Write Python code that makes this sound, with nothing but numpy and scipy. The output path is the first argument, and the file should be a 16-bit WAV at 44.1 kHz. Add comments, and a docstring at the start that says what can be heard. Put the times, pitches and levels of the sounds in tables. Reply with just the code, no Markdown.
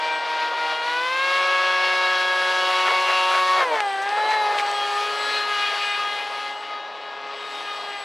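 """Three-bladed air propeller of a small electric airboat circling a pond: blade tones, shaft orders, rush of air.
The boat speeds up, throttles back near the shore and runs away. Tones are drifting partials locked to the shaft.
Around them: magnet whine, the speed controller's whistle, spray as the hull slaps ripples, sharp water ticks.
Behind: low outdoor rumble and two raspy chirps. Heard by a narrow microphone pair.
"""
import sys
import numpy as np
from scipy import signal
from scipy.fft import rfft, irfft, next_fast_len
from scipy.io import wavfile
from scipy.ndimage import uniform_filter1d

SR = 44100
rng = np.random.default_rng(int(sys.argv[2]) if len(sys.argv) > 2 else 0)


def put_to_file(sound):
    """Save the sound as 16-bit audio at rate SR, in the file named by the first command-line argument."""
    columns = np.atleast_2d(sound).T  # one column per channel
    safe = np.clip(columns, -1, 1)
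    whole_steps = np.round(safe * 32767)
    wavfile.write(sys.argv[1], SR, whole_steps.astype(np.int16))


N = 354563
TIME_S = np.arange(N) / SR
SLOW_STEP = 64  # samples between slow control points
SLOW_S = np.arange(0, N + 128, SLOW_STEP) / SR

BLADES, MAGNETS = 3, 14
FULL_THROTTLE_HZ, PART_THROTTLE_HZ = 184, 150  # shaft speeds
# Shaft speed. Each row: time in seconds, speed in Hz.
SHAFT_SPEED = [(0.0, 156.8), (0.6, 157.4), (0.82, 157.3), (1.0, 165.7), (1.23, 180.2), (1.39, 183.6),
               (1.66, 184.1), (2.44, 183.9), (2.87, 184.8), (3.58, 185.0), (3.608, 182.6), (3.638, 175.7),
               (3.712, 155.5), (3.822, 137.4), (3.894, 131.1), (4.0, 129.8), (4.12, 137.4), (4.21, 141.6),
               (4.34, 143.8), (4.45, 139.6), (4.63, 136.8), (4.95, 136.4), (5.1, 138.6), (5.31, 139.9),
               (5.6, 137.0), (6.05, 136.9), (6.63, 138.3), (7.48, 138.3), (7.8, 136.6), (8.04, 134.7)]
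# Base levels at the shore as the boat turns. Each row: time in seconds, blade tones 1, 2, 3, 4, 8 and 11 in dB,
# shaking of the hull in dB.
BLADE_TONES = [(0.0, -43, -28, -44, -38.5, -51, -62, -39.5),
               (0.5, -44.5, -29, -34.5, -35.5, -52, -64, -39.5),
               (0.9, -41, -28.5, -34, -37.5, -43, -61, -38.5),
               (1.15, -36.5, -28, -29.5, -32, -39, -55, -44),
               (1.4, -31, -25.5, -25.5, -29.5, -46.5, -64, -36.5),
               (1.9, -34, -28.5, -27, -30.5, -44.5, -64, -32.5),
               (2.4, -33, -32, -24, -33.5, -46.5, -64, -33.5),
               (2.62, -32, -29, -28.5, -33, -44, -58, -31.5),
               (2.8, -34, -24.5, -35.5, -28, -44.5, -76, -30.5),
               (3.25, -32.5, -25, -33.5, -29.5, -46.5, -73, -33),
               (3.52, -35, -20.5, -34, -30.5, -47, -66, -30.5),
               (3.6, -33, -22.5, -32, -30, -40, -71, -29.5), (3.66, -33, -27, -40, -33, -57, -75, -40.5),
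               (3.74, -31, -25.5, -41, -38, -43, -53, -28.5), (3.8, -42, -26, -35, -35.5, -49, -53, -49),
               (3.98, -41.5, -28, -37, -34, -52.5, -70, -52),
               (4.35, -39.5, -21.5, -36.5, -32, -51, -53, -48),
               (4.75, -42, -27.5, -32.5, -38.5, -47, -52, -48),
               (5.0, -39, -29.5, -27, -38.5, -48.5, -52.5, -50),
               (5.13, -37.5, -38, -31.5, -36.5, -44, -53.5, -44.5),
               (5.6, -44.5, -36, -30.5, -36.5, -42.5, -50, -46.5),
               (6.1, -48.5, -36, -34.5, -34, -43.5, -57, -50), (6.5, -48, -35.5, -42.5, -40, -50, -63, -48),
               (6.9, -53, -43.5, -44, -53, -54.5, -71, -57),
               (7.3, -48, -43, -44.5, -46.5, -56.5, -71, -47.5),
               (7.7, -47, -41, -38, -43.5, -49.5, -55, -51.5),
               (8.04, -49.5, -41.5, -40, -44.5, -51, -63, -59)]
# Offsets of blade tones 4 to 14 from the line through tones 4, 8 and 11, in dB.
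UPPER_TONE_OFFSETS_DB = [0, 0, -0.5, 1.5, 2.5, 2, 6, 5.5, 1, -4, -3]
# Unequal blades and a shaking mount. Each row: shaft order, level in dB against the base of its order group
# (order 2, 4, 5, 7 or 10; from order 11 up, the rush of air).
SHAFT_ORDERS = [(1, -26), (2, -0.5), (4, -2.5), (5, 0.5), (7, -0.5), (8, -7.5), (10, 0), (11, -22.5),
                (13, -13.5), (14, -15.5), (16, -18.5), (17, -23), (19, -14.5), (20, -25), (22, -16.5),
                (23, -23), (25, -26.5), (26, -27), (29, -23.5), (31, -32), (32, -28), (34, -33), (35, -37),
                (37, -45)]
# Bases of shaft orders 2, 4, 5, 7 and 10 against the shaking. Each row: part throttle in dB, full throttle in dB.
SHAKE_BASES = [(-14, -9), (2, -0.5), (-3.5, -2), (-1, -1.5), (-9, -14.5)]
# Single partials stand out or sink. Each row: centre in seconds, shaft order, change in dB, half length in seconds.
GLINTS = [(.1, 10, 12, 0.67), (0.19, 6, -3.5, 0.068), (0.392, 6, 1, 0.049), (0.68, 9, 5, 0.071),
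          (.77, 6, -3.5, 0.063), (0.97, 9, 5, 0.056), (6.3, 6, -3, 0.12), (6.5, 15, 4.5, .08),
          (8.5, 12, 3, .08), (6.9, 12, 8, 0.099), (7.286, 9, 5, 0.084), (0.81, 27, 5, 0.2),
          (0.75, 18, 5.5, 0.11), (1.38, 7, 6.5, 0.26), (2.2, 18, 5, 0.16), (2.63, 18, 4, 0.24),
          (3.17, 15, 4.5, 0.19), (3.54, 15, -7, .15), (2.43, 15, -1.5, .15), (2.84, 15, -1, .08),
          (3.04, 14, 8, 0.51), (2.63, 16, 11, .2), (3.1, 16, 8, .25), (3, 11, 11, .25),
          (3.29, 12, -7, 0.051), (3.8, 12, 4, .06), (2.95, 12, 5, 0.064), (1, 18, -1.5, 0.14),
          (1.13, 21, -2, .12), (1.65, 21, -7, 0.23), (1.2, 27, -10, .1), (2.4, 24, -7, .25),
          (0.45, 1, 5.5, 0.71), (3.76, 15, 6, .05), (3.7, 7, -6, .1), (3.78, 8, -6, .08), (3.76, 9, -4, .1),
          (4, 5, 4, .05), (3.75, 10, 3.5, .1), (3.3, 13, 4, .06), (4.27, 4, 6.5, .3), (4.4, 7, 7, 0.33),
          (5.1, 10, 12, 0.54), (5.7, 10, 2, .3), (2.43, 8, 3.5, 0.38), (7.1, 8, 8, 0.97), (7.7, 4, -8, .5),
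          (6.06, 4, -6, 0.44), (3.1, 5, 2.5, .4), (1.7, 13, -5, .3), (8, 15, 1.5, .4), (4.3, 13, 9.5, 0.63),
          (3.1, 13, -1, 0.32), (2.3, 13, -13, 0.47), (1.7, 14, 9, .35), (6.3, 14, -12, 1.2),
          (3, 23, 5, 0.82), (2.6, 25, 8, .8), (2.5, 17, 4, .8), (4.7, 22, -6, 1.4), (.4, 19, -7, .5),
          (5.0, 19, -5, .5), (3.95, 24, 8, .15), (1.15, 24, -3, .2), (0.92, 30, -2, .25),
          (1.1, 33, -1, .25), (1.1, 36, -5, .25), (2.5, 30, -1, .25), (7.1, 30, -6, .55), (1.82, 29, 7, .1),
          (1.96, 27, 4, .2), (3, 7, -10, .07), (3, 4, -5, 0.027), (4, 5, -7, .02), (3.7, 4, 5.5, 0.035),
          (3.56, 9, -8, .04), (3.67, 10, 6, .06), (3.5, 15, 2.5, .06), (3.02, 12, -4, 0.49),
          (3.53, 10, 11.5, 0.16), (4.347, 15, 4.5, 0.1), (4.82, 24, 10, .07), (5.03, 24, 8, .12),
          (5.66, 24, 3, 0.17), (5.86, 24, -3, .06), (5.48, 12, 6, 0.31), (0.11, 15, 9, .1), (.13, 5, 1, .1),
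          (2, 5, 1, .1), (3.273, 5, 4.5, 0.082), (5.525, 9, 3.5, 0.086), (6.034, 9, 5.5, 0.052),
          (4.973, 15, -18, 0.15), (5.2, 18, -8, 0.11), (5.18, 18, 6.5, 0.23), (5.76, 18, -3, 0.034),
          (5.76, 21, 0, 0.037), (4.71, 21, -6, .04), (4.7, 21, 4, .1), (5.14, 27, -7, .12),
          (6.7, 27, 4, .06), (5.52, 30, -7, .06), (5.76, 30, -9, .04), (5.4, 30, 8, 0.07),
          (3.8, 15, 1.5, 0.11), (6.04, 15, -5, .04), (5.3, 30, 5.5, 0.14), (5.643, 18, 9, 0.049),
          (5.622, 21, 7.5, 0.1), (5.888, 18, 9.5, 0.074), (5.9, 21, 3.5, 0.11), (5.9, 27, 5, .07),
          (6.047, 24, 2.5, 0.083), (6.17, 15, 1.5, 0.046), (6.742, 9, 8.5, 0.051), (6.4, 9, 4.5, 0.063),
          (7.15, 12, 5.5, 0.17), (7.648, 27, 7.5, 0.22), (6.6, 27, -7, .12), (6.56, 18, -9, 0.13),
          (7.85, 21, -2, .08), (6.2, 9, -6, .04), (5.8, 12, -8, .04), (7.43, 6, -6, .04),
          (6.73, 15, 3, .06), (7.44, 27, 8, .05)]
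GLINT_STEEPNESS = 3
# Blade pulse points down from ahead of the propeller, up from behind. Each row: time in seconds, phase in radians.
FACING = [(0, 2.), (1.2, 1.), (3.8, 1.), (4.4, 2.2), (5.7, 4.), (6.8, 2.7), (8.04, 3.4)]
# Higher blade tones lead; every phase drifts slowly.
LEAD_RAD_PER_TONE_SQ, DRIFT_RAD, DRIFT_HZ = .3, .35, .6
# Slow level drift of partials as the hull rocks, before throttle and distance act on it.
FADE_DB, FADE_PER_ORDER_DB, FADE_TOP_DB, FADE_HZ = .2, .06, 2., 5
# Extra drift of the blade tones far off. Each row: time in seconds, added drift in dB.
FAR_FADE = [(5.9, 0), (6.4, 1.)]
# Upper tones weaken while the shaft changes speed: dB per blade tone above 4 at most, speed change that nears it.
BLUR_TOP_DB, BLUR_HZ_PER_S = .9, 40
SMEAR_PER_BLUR_DB = .7  # added share of blade-tone phase waver
CALM_SHARE = .2  # share of flutter that low partials lose at full throttle
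WHINE_DB = -22.5  # magnet whine against the rush
# Whine swells as the motor surges. Each row: centre in seconds, level in dB, half length in seconds.
WHINE_SWELLS = [(4.33, -36, 0.15), (5.31, -40, 0.12), (6.9, -56, 0.27)]

# Hull bobs over ripples and the sound dips. Each row: centre in seconds, depth in dB before each sound's own share.
BOBS = [(.22, 3), (.53, 2.5), (.8, 2.5), (3.04, 0.5), (3.46, 1), (4.5, 0.5), (4.64, 1.5), (4.93, 0),
        (5.17, 1), (5.45, 3.5), (5.72, 1), (6.02, 1), (6.28, 2), (6.57, 2.5)]
# The shaking dips and the low rush puffs just after, by these shares of the depth.
BOB_HALF_S, BOB_LAG_S, BOB_SHAKE_SHARE, BOB_PUFF_SHARE = 0.049, 0.029, 2.1, 1.07

# Air through the propeller, base levels. Each row: time in seconds, middle range in dB, low range in dB, treble in dB.
RUSH_LEVELS = [(0.0, -34.5, -37.5, -53), (0.5, -33, -36.5, -52), (0.85, -33.5, -37.5, -48),
               (1.1, -35, -43, -46.5), (1.3, -31, -37.5, -44.5), (1.8, -30.5, -37, -46),
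               (2.6, -31, -38.5, -42), (3.1, -29.5, -33.5, -41.5), (3.4, -31.5, -53, -40),
               (3.58, -31.5, -27, -43), (3.67, -38.5, -33, -47.5), (3.78, -38, -36, -49),
               (3.95, -40, -41, -52.5), (4.1, -34, -36, -50), (4.4, -36.5, -32.5, -47),
               (4.85, -33.5, -36, -44), (5.35, -31, -37, -43), (5.9, -32.5, -40, -45.5),
               (6.3, -36.5, -40, -48.5), (6.6, -39, -42, -55.5), (6.8, -43.5, -38.5, -69),
               (7.25, -42.5, -41, -70.5), (7.5, -39.5, -41, -52.5), (7.75, -39.5, -39, -51.5),
               (8.04, -40.5, -41.5, -54.5)]
# Spectrum of the rush, relative within each range. Each row: frequency in Hz, density in dB per Hz.
RUSH_COLOUR = [(100, -42), (200, -31), (300, -55), (420, -10.5), (700, -4.5), (1000, -5), (1250, -7),
               (1500, -9.5), (2000, -10.5), (3200, -10), (4500, -13.5), (6000, -21), (8000, -27),
               (11000, -30), (13000, -43), (14800, -49)]

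# Switching whistle at part throttle. Each row: time in seconds, base level in dB.
WHISTLE_LEVEL = [(0, -65), (.15, -57), (.3, -70), (.9, -70), (1.2, -92), (3.6, -93), (3.66, -60),
                 (3.9, -52.5), (4.1, -55), (4.28, -58), (4.38, -55), (4.46, -67), (4.55, -58), (4.75, -49),
                 (4.86, -59), (4.96, -51), (5.06, -70), (5.2, -49), (5.42, -56), (5.5, -70), (5.63, -54),
                 (5.74, -66), (5.85, -52), (5.95, -57), (6.02, -72), (6.6, -65), (6.75, -86), (7.2, -78),
                 (7.4, -64), (8.04, -56)]
# Switching rate. Each row: time in seconds, frequency in Hz.
WHISTLE_PITCH = [(0, 8012), (1, 8030), (3.6, 8115), (3.9, 8078), (4.8, 7952), (5.4, 7903), (6.6, 7864),
                 (7.4, 7868), (8.04, 7890)]
# Side tone, heard while the boat is side-on. Each row: time in seconds, base level in dB.
SIDE_TONE_LEVEL = [(3.7, -95), (3.85, -72), (4.1, -66), (4.3, -64), (4.74, -69), (4.84, -95)]

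# Hull slaps a ripple and throws spray. Each row: centre in seconds, rms level in dB before the bass cut,
# centre frequency in Hz, half length in seconds.
SLAPS = [(2.877, -23.5, 1250, 0.039), (2.912, -25.5, 870, 0.054), (3.103, -25.5, 1050, 0.057),
         (3.342, -24, 1030, 0.075), (3.615, -22, 1030, 0.064), (3.762, -27.5, 1180, 0.072),
         (4.029, -42.5, 4200, 0.024), (4.182, -28, 890, 0.044), (4.252, -28, 625, 0.037),
         (4.326, -27.5, 1550, 0.064), (4.595, -28, 2160, 0.032)]
# Sharp ticks of water on the hull. Each row: start in seconds, peak in dB before filtering, pitch in Hz,
# cycles (the swing peaks after half of them).
TICKS = [(3.80472, -6, 2200, .65), (3.80478, -22, 8000, .8), (3.8068, -24, 5000, 1.2),
         (3.8077, -19, 2200, 1), (4.092, -21, 4800, 1.5), (4.307, -26, 6000, 1.5), (4.5825, -18, 2000, 2.5),
         (4.5855, -32, 9500, 1.5), (4.587, -9.5, 2800, 1.2), (4.5972, -13, 2200, 2.4),
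         (4.598, -32, 8500, 1.2), (4.6655, -23, 5000, .8), (4.7148, -18.5, 6000, .9)]
TICK_LOW_HZ, TICK_TOP_HZ = 350., 13500

# Quiet outdoor rumble, relative spectrum. Each row: frequency in Hz, density in dB per Hz.
POND_COLOUR = [(20, -25), (60, -20), (100, -17), (130, -5), (170, 2.5), (250, 7), (330, 14), (450, -5),
               (700, -29)]
POND_DB = -59
# Raspy chirps, perhaps a far bird. Each row: centre in seconds, level in dB before throb and fade,
# centre frequency in Hz, half length in seconds.
CHIRPS = [(7.69, -41, 2950, .045), (7.76, -42, 2950, .028)]
CHIRP_WIDTH_HZ, CHIRP_PULSE_HZ = 300, 85

# Boat position. Each row: time in seconds, left minus right in dB where the pan acts fully.
PAN = [(0.0, 2.5), (3.13, 2), (6.14, 3.5), (8.04, 3.5)]
# How far the pan acts. Each row: frequency in Hz, share of the pan.
PAN_SHARE = [(300, 0.), (900, 0.24), (1800, 0.83), (3600, 0.82), (7000, 1.), (8600, 0.13), (9200, 0.041)]
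RECORDER_TOP_HZ = 14800


def propeller():
    """Blade-rate harmonics, weaker shaft orders from unequal blades, magnet whine; returns sound and shaft turns."""
    hz = curves(SHAFT_SPEED, SLOW_S)[0]
    jittered_hz = hz * (1 + wander((.0005, 8)))
    turns = np.cumsum(np.interp(TIME_S, SLOW_S, jittered_hz)) / SR
    throttle = np.clip((hz - PART_THROTTLE_HZ) / (FULL_THROTTLE_HZ - PART_THROTTLE_HZ), 0, 1)
    calm = 1 - CALM_SHARE * throttle
    speed_change = uniform_filter1d(abs(np.gradient(hz, SLOW_S)), size=40)
    blur_db = BLUR_TOP_DB * np.tanh(speed_change / BLUR_HZ_PER_S)
    facing = curves(FACING, SLOW_S)[0]
    dip_db = bobbing(SLOW_S)
    rush_db = curves(RUSH_LEVELS, SLOW_S)[0] - dip_db
    *tones_db, shake_db = curves(BLADE_TONES, SLOW_S)
    shake_db = shake_db - BOB_SHAKE_SHARE * bobbing(SLOW_S - BOB_LAG_S)
    out = blade_tones(turns, tones_db, dip_db, blur_db, calm, facing)
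    out += shaft_orders(turns, shake_db, rush_db, blur_db, throttle, calm, facing)
    return out + magnet_whine(turns, rush_db), turns


def blade_tones(turns, tones_db, dip_db, blur_db, calm, facing):
    """Harmonics 1 to 14 of the blade rate; shorter waves flutter more."""
    *low_db, fourth_db, eighth_db, eleventh_db = tones_db
    waver = 1 + SMEAR_PER_BLUR_DB * blur_db
    far_db = curves(FAR_FADE, SLOW_S)[0]
    out = np.zeros(N)
    for k in range(1, 15):
        order = BLADES * k
        if k < 4:
            db = low_db[k - 1]
        else:
            # line through tones 4, 8 and 11; level beyond 11
            shares = [np.interp(k, [4, 8, 11], unit) for unit in np.eye(3)]
            line_db = shares[0] * fourth_db + shares[1] * eighth_db + shares[2] * eleventh_db
            db = line_db + UPPER_TONE_OFFSETS_DB[k - 4] - dip_db - (k - 4) * blur_db
        flutter_db = min(1.1 + .15 * k, 2.1) * (calm if k < 6 else 1)
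        smear_rad = (.11 + .022 * k) * waver
        fade_db = order_fade_db(order) * calm + far_db
        lag_rad = facing + LEAD_RAD_PER_TONE_SQ * k ** 2 / 2
        out += tone(order * turns, db + glint(order), flutter_db, smear_rad, 28, fade_db, lag_rad)
    return out


def shaft_orders(turns, shake_db, rush_db, blur_db, throttle, calm, facing):
    """Low orders shake the hull, fitfully at part throttle; high orders ride with the rush of air."""
    bases_db = [shake_db + part + (full - part) * throttle for part, full in SHAKE_BASES] + [rush_db]
    out = np.zeros(N)
    for order, order_db in SHAFT_ORDERS:
        base_db = bases_db[np.searchsorted([3, 5, 6, 9, 11], order, "right")]
        k = order / BLADES
        db = base_db + order_db + glint(order) - max(k - 4, 0) * blur_db
        flutter_db = min(1.2 + .12 * order, 3) * calm
        smear_rad = (.2 + .02 * order) * calm
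        fade_db = order_fade_db(order) + 1.2 * (1 - throttle)
        lag_rad = facing + LEAD_RAD_PER_TONE_SQ * k ** 2 / 2 + rng.normal(0, 1.2)
        out += tone(order * turns, db, flutter_db, smear_rad, 18, fade_db, lag_rad)
    return out


def magnet_whine(turns, rush_db):
    """Motor whine, two cycles per magnet per turn; follows the rush and swells with surges."""
    level = gain_of(rush_db + WHINE_DB)
    for s, db, half_s in WHINE_SWELLS:
        level = level + gain_of(db) * np.exp(-((SLOW_S - s) / half_s) ** 4)
    return tone(2 * MAGNETS * turns, 20 * np.log10(level), 1.5, .3, 20)


def order_fade_db(order):
    """Slow-drift depth, growing with shaft order up to a limit."""
    return min(FADE_DB + FADE_PER_ORDER_DB * order, FADE_TOP_DB)


def glint(order):
    """Passing level changes of one shaft order, in dB."""
    return sum(db * np.exp(-abs((SLOW_S - s) / half_s) ** GLINT_STEEPNESS)
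               for s, k, db, half_s in GLINTS if k == order)


def bobbing(t):
    """Depth in dB of the dips over ripples at times t."""
    return sum(db * np.exp(-((t - s) / BOB_HALF_S) ** 2) for s, db in BOBS)


def rush(turns):
    """Turbulent air in three ranges, chopped as blades pass the struts and, less, once per turn."""
    hz = np.fft.rfftfreq(512, 1 / SR)[:, None]
    t = np.arange(N // 128 + 5) * 128 / SR
    middle_db, low_db, treble_db = curves(RUSH_LEVELS, t)
    low = 1 / (1 + (hz / 1400) ** 6)
    high = 1 / (1 + (5000 / (hz + 1)) ** 6)
    colour = gain_of(2 * read(RUSH_COLOUR, hz))  # power
    low_part, middle_part, treble_part = [share * colour / np.sum(share * colour)
                                          for share in (low, (1 - low) * (1 - high), high)]
    gusts_db = np.interp(t, SLOW_S, wander((.5, 5.4)))
    puffs_db = np.interp(t, SLOW_S, wander((1.2, 5.))) + BOB_PUFF_SHARE * bobbing(t - BOB_LAG_S)
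    dip_db = bobbing(t)
    # doubled dB gives power
    power = low_part * gain_of(2 * (low_db + puffs_db))
    power = power + middle_part * gain_of(2 * (middle_db + 1.9 * gusts_db - 1.3 * dip_db))
    power = power + treble_part * gain_of(2 * (treble_db + gusts_db - dip_db))
    air = shaped_noise(10 * np.log10(power), hz, t, patchy_db=1.)
    return air * (1 + .17 * np.cos(2 * np.pi * BLADES * turns) + .07 * np.cos(2 * np.pi * turns))


def controller(turns):
    """Speed controller's switching whistle, with a side tone one magnet rate above."""
    switching = np.cumsum(curves(WHISTLE_PITCH, TIME_S)[0]) / SR
    whistle_db = curves(WHISTLE_LEVEL, SLOW_S)[0] - bobbing(SLOW_S)
    whistle = tone(switching, whistle_db, 2., .3, 25, fade_db=2.)
    side_tone = tone(switching + MAGNETS * turns, curves(SIDE_TONE_LEVEL, SLOW_S)[0], 4., .7, 15)
    return whistle + side_tone


def slaps():
    """Hull on ripples: short grainy bursts of band-passed spray noise."""
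    out = np.zeros(N + SR)
    for s, db, hz, half_s in SLAPS:
        t = np.arange(-half_s, half_s, 1 / SR)
        grain_db = np.interp(t + half_s, SLOW_S, wander((2.5, 200)))
        spray = band_noise(hz / 1.78, hz * 1.74, len(t), gain_of(grain_db))
        add_at(out, s - half_s, gain_of(db) * spray * np.cos(np.pi / 2 * t / half_s) ** 2)
    return out[:N]


def ticks():
    """Water on the hull: brief swings that swell and die within a few cycles."""
    out, t = np.zeros(N), np.arange(400) / SR
    for s, db, hz, cycles in TICKS:
        u = 2 * hz * t / cycles
        swing = -np.sin(2 * np.pi * hz * t) * u * np.exp(-u)
        add_at(out, s, gain_of(db) * swing / abs(swing).max())
    return coloured(out, lambda f: f ** 6 / (f ** 6 + TICK_LOW_HZ ** 6) / (1 + (f / TICK_TOP_HZ) ** 6))


def pond():
    """Low steady rumble of the open air: coloured noise, slightly different at each capsule."""
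    noise = rng.standard_normal((2, N))
    mid, side = evened(coloured(noise, lambda hz: gain_of(read(POND_COLOUR, hz))))
    return gain_of(POND_DB) * np.array([mid + .09 * side, mid - .09 * side])


def chirps():
    """Narrow-band noise, throbbing fast into a rasp."""
    out = np.zeros(N)
    for s, db, hz, half_s in CHIRPS:
        t = np.arange(-half_s, half_s, 1 / SR)
        rasp = band_noise(hz - CHIRP_WIDTH_HZ / 2, hz + CHIRP_WIDTH_HZ / 2, len(t))
        throb = 1 + .7 * np.cos(2 * np.pi * CHIRP_PULSE_HZ * t)
        add_at(out, s - half_s, gain_of(db) * rasp * throb * np.cos(np.pi / 2 * t / half_s))
    return out


def tone(turns, db, flutter_db, smear_rad, flutter_hz, fade_db=0., lag_rad=0.):
    """One partial at an rms level in dB; eddies on the way make level and phase flutter."""
    level = np.sqrt(2) * gain_of(db + wander((flutter_db, flutter_hz), (fade_db, FADE_HZ)))
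    shift_rad = lag_rad + wander((smear_rad, flutter_hz), (DRIFT_RAD, DRIFT_HZ))
    return -np.interp(TIME_S, SLOW_S, level) * np.cos(2 * np.pi * turns + np.interp(TIME_S, SLOW_S, shift_rad))


def wander(*parts):
    """Smooth chance at the slow times: sum of low-passed noises, each (rms depth, cutoff in Hz)."""
    total = 0
    for depth, rate_hz in parts:
        b, a = signal.butter(N=2, Wn=rate_hz, fs=SR / SLOW_STEP)
        total = total + depth * evened(signal.lfilter(b, a, rng.standard_normal(len(SLOW_S))))
    return total


def shaped_noise(field_db, hz, t, patchy_db):
    """Random short-time spectra under a dB field, with drifting patches."""
    real, imag, patches = rng.standard_normal((len(t), len(hz), 3)).T
    patches = uniform_filter1d(patches, size=10, axis=0)
    patches = evened(uniform_filter1d(patches, size=16, axis=1))
    spectra = (real + 1j * imag) * gain_of(field_db + patchy_db * patches)
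    return signal.istft(spectra, nperseg=512, noverlap=384)[1][:N] * np.sqrt(1.5)


def band_noise(low_hz, high_hz, size, grain=1.):
    """Band-passed white noise of rms 1; grain scales the noise before the filter."""
    band = signal.butter(N=2, Wn=[low_hz, high_hz], btype="band", fs=SR, output="sos")
    return evened(signal.sosfilt(band, rng.standard_normal(size) * grain))


def coloured(x, gain):
    """Filters x by gain(Hz), zero phase."""
    size = next_fast_len(N)
    return irfft(rfft(x, size) * gain(np.fft.rfftfreq(size, 1 / SR)), size)[..., :N]


def add_at(out, start_s, sound):
    """Mixes a short sound into out."""
    out[round(start_s * SR):][:len(sound)] += sound


def gain_of(db):
    """Decibels to amplitude."""
    return 10 ** (np.asarray(db) / 20)


def evened(x):
    """Scales to rms 1."""
    return x / np.sqrt(np.mean(x ** 2) + 1e-20)


def read(points, hz):
    """Reads a spectrum on a log-frequency axis."""
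    f, value = np.transpose(points)
    return np.interp(np.log(hz + 1), np.log(f + 1), value)


def curves(rows, t):
    """All columns of a table at times t."""
    s, *columns = np.transpose(rows)
    return [np.interp(t, s, c) for c in columns]


def scene():
    """Boat reaches both capsules together, panned by level mainly in the middle and upper range; then background."""
    tones, turns = propeller()
    # deep bass is cut from the rush of air and the spray, not from the tones
    no_bass = signal.butter(N=6, Wn=340, btype="high", fs=SR, output="sos")
    noise = signal.sosfilt(no_bass, rush(turns) + slaps())
    boat = tones + noise + controller(turns) + ticks()
    pannable = coloured(boat, lambda hz: read(PAN_SHARE, hz))
    side = np.tanh(curves(PAN, TIME_S)[0] * np.log(10) / 40) * pannable  # dB difference to side share
    return np.array([boat + side, boat - side]) + pond() + chirps()


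def record(dry):
    """Band limit of the recorder."""
    low_pass = signal.firwin(511, RECORDER_TOP_HZ, window=("kaiser", 9), fs=SR)
    return signal.oaconvolve(dry, low_pass[None], "same")


dry = scene()
out = record(dry)
put_to_file(out)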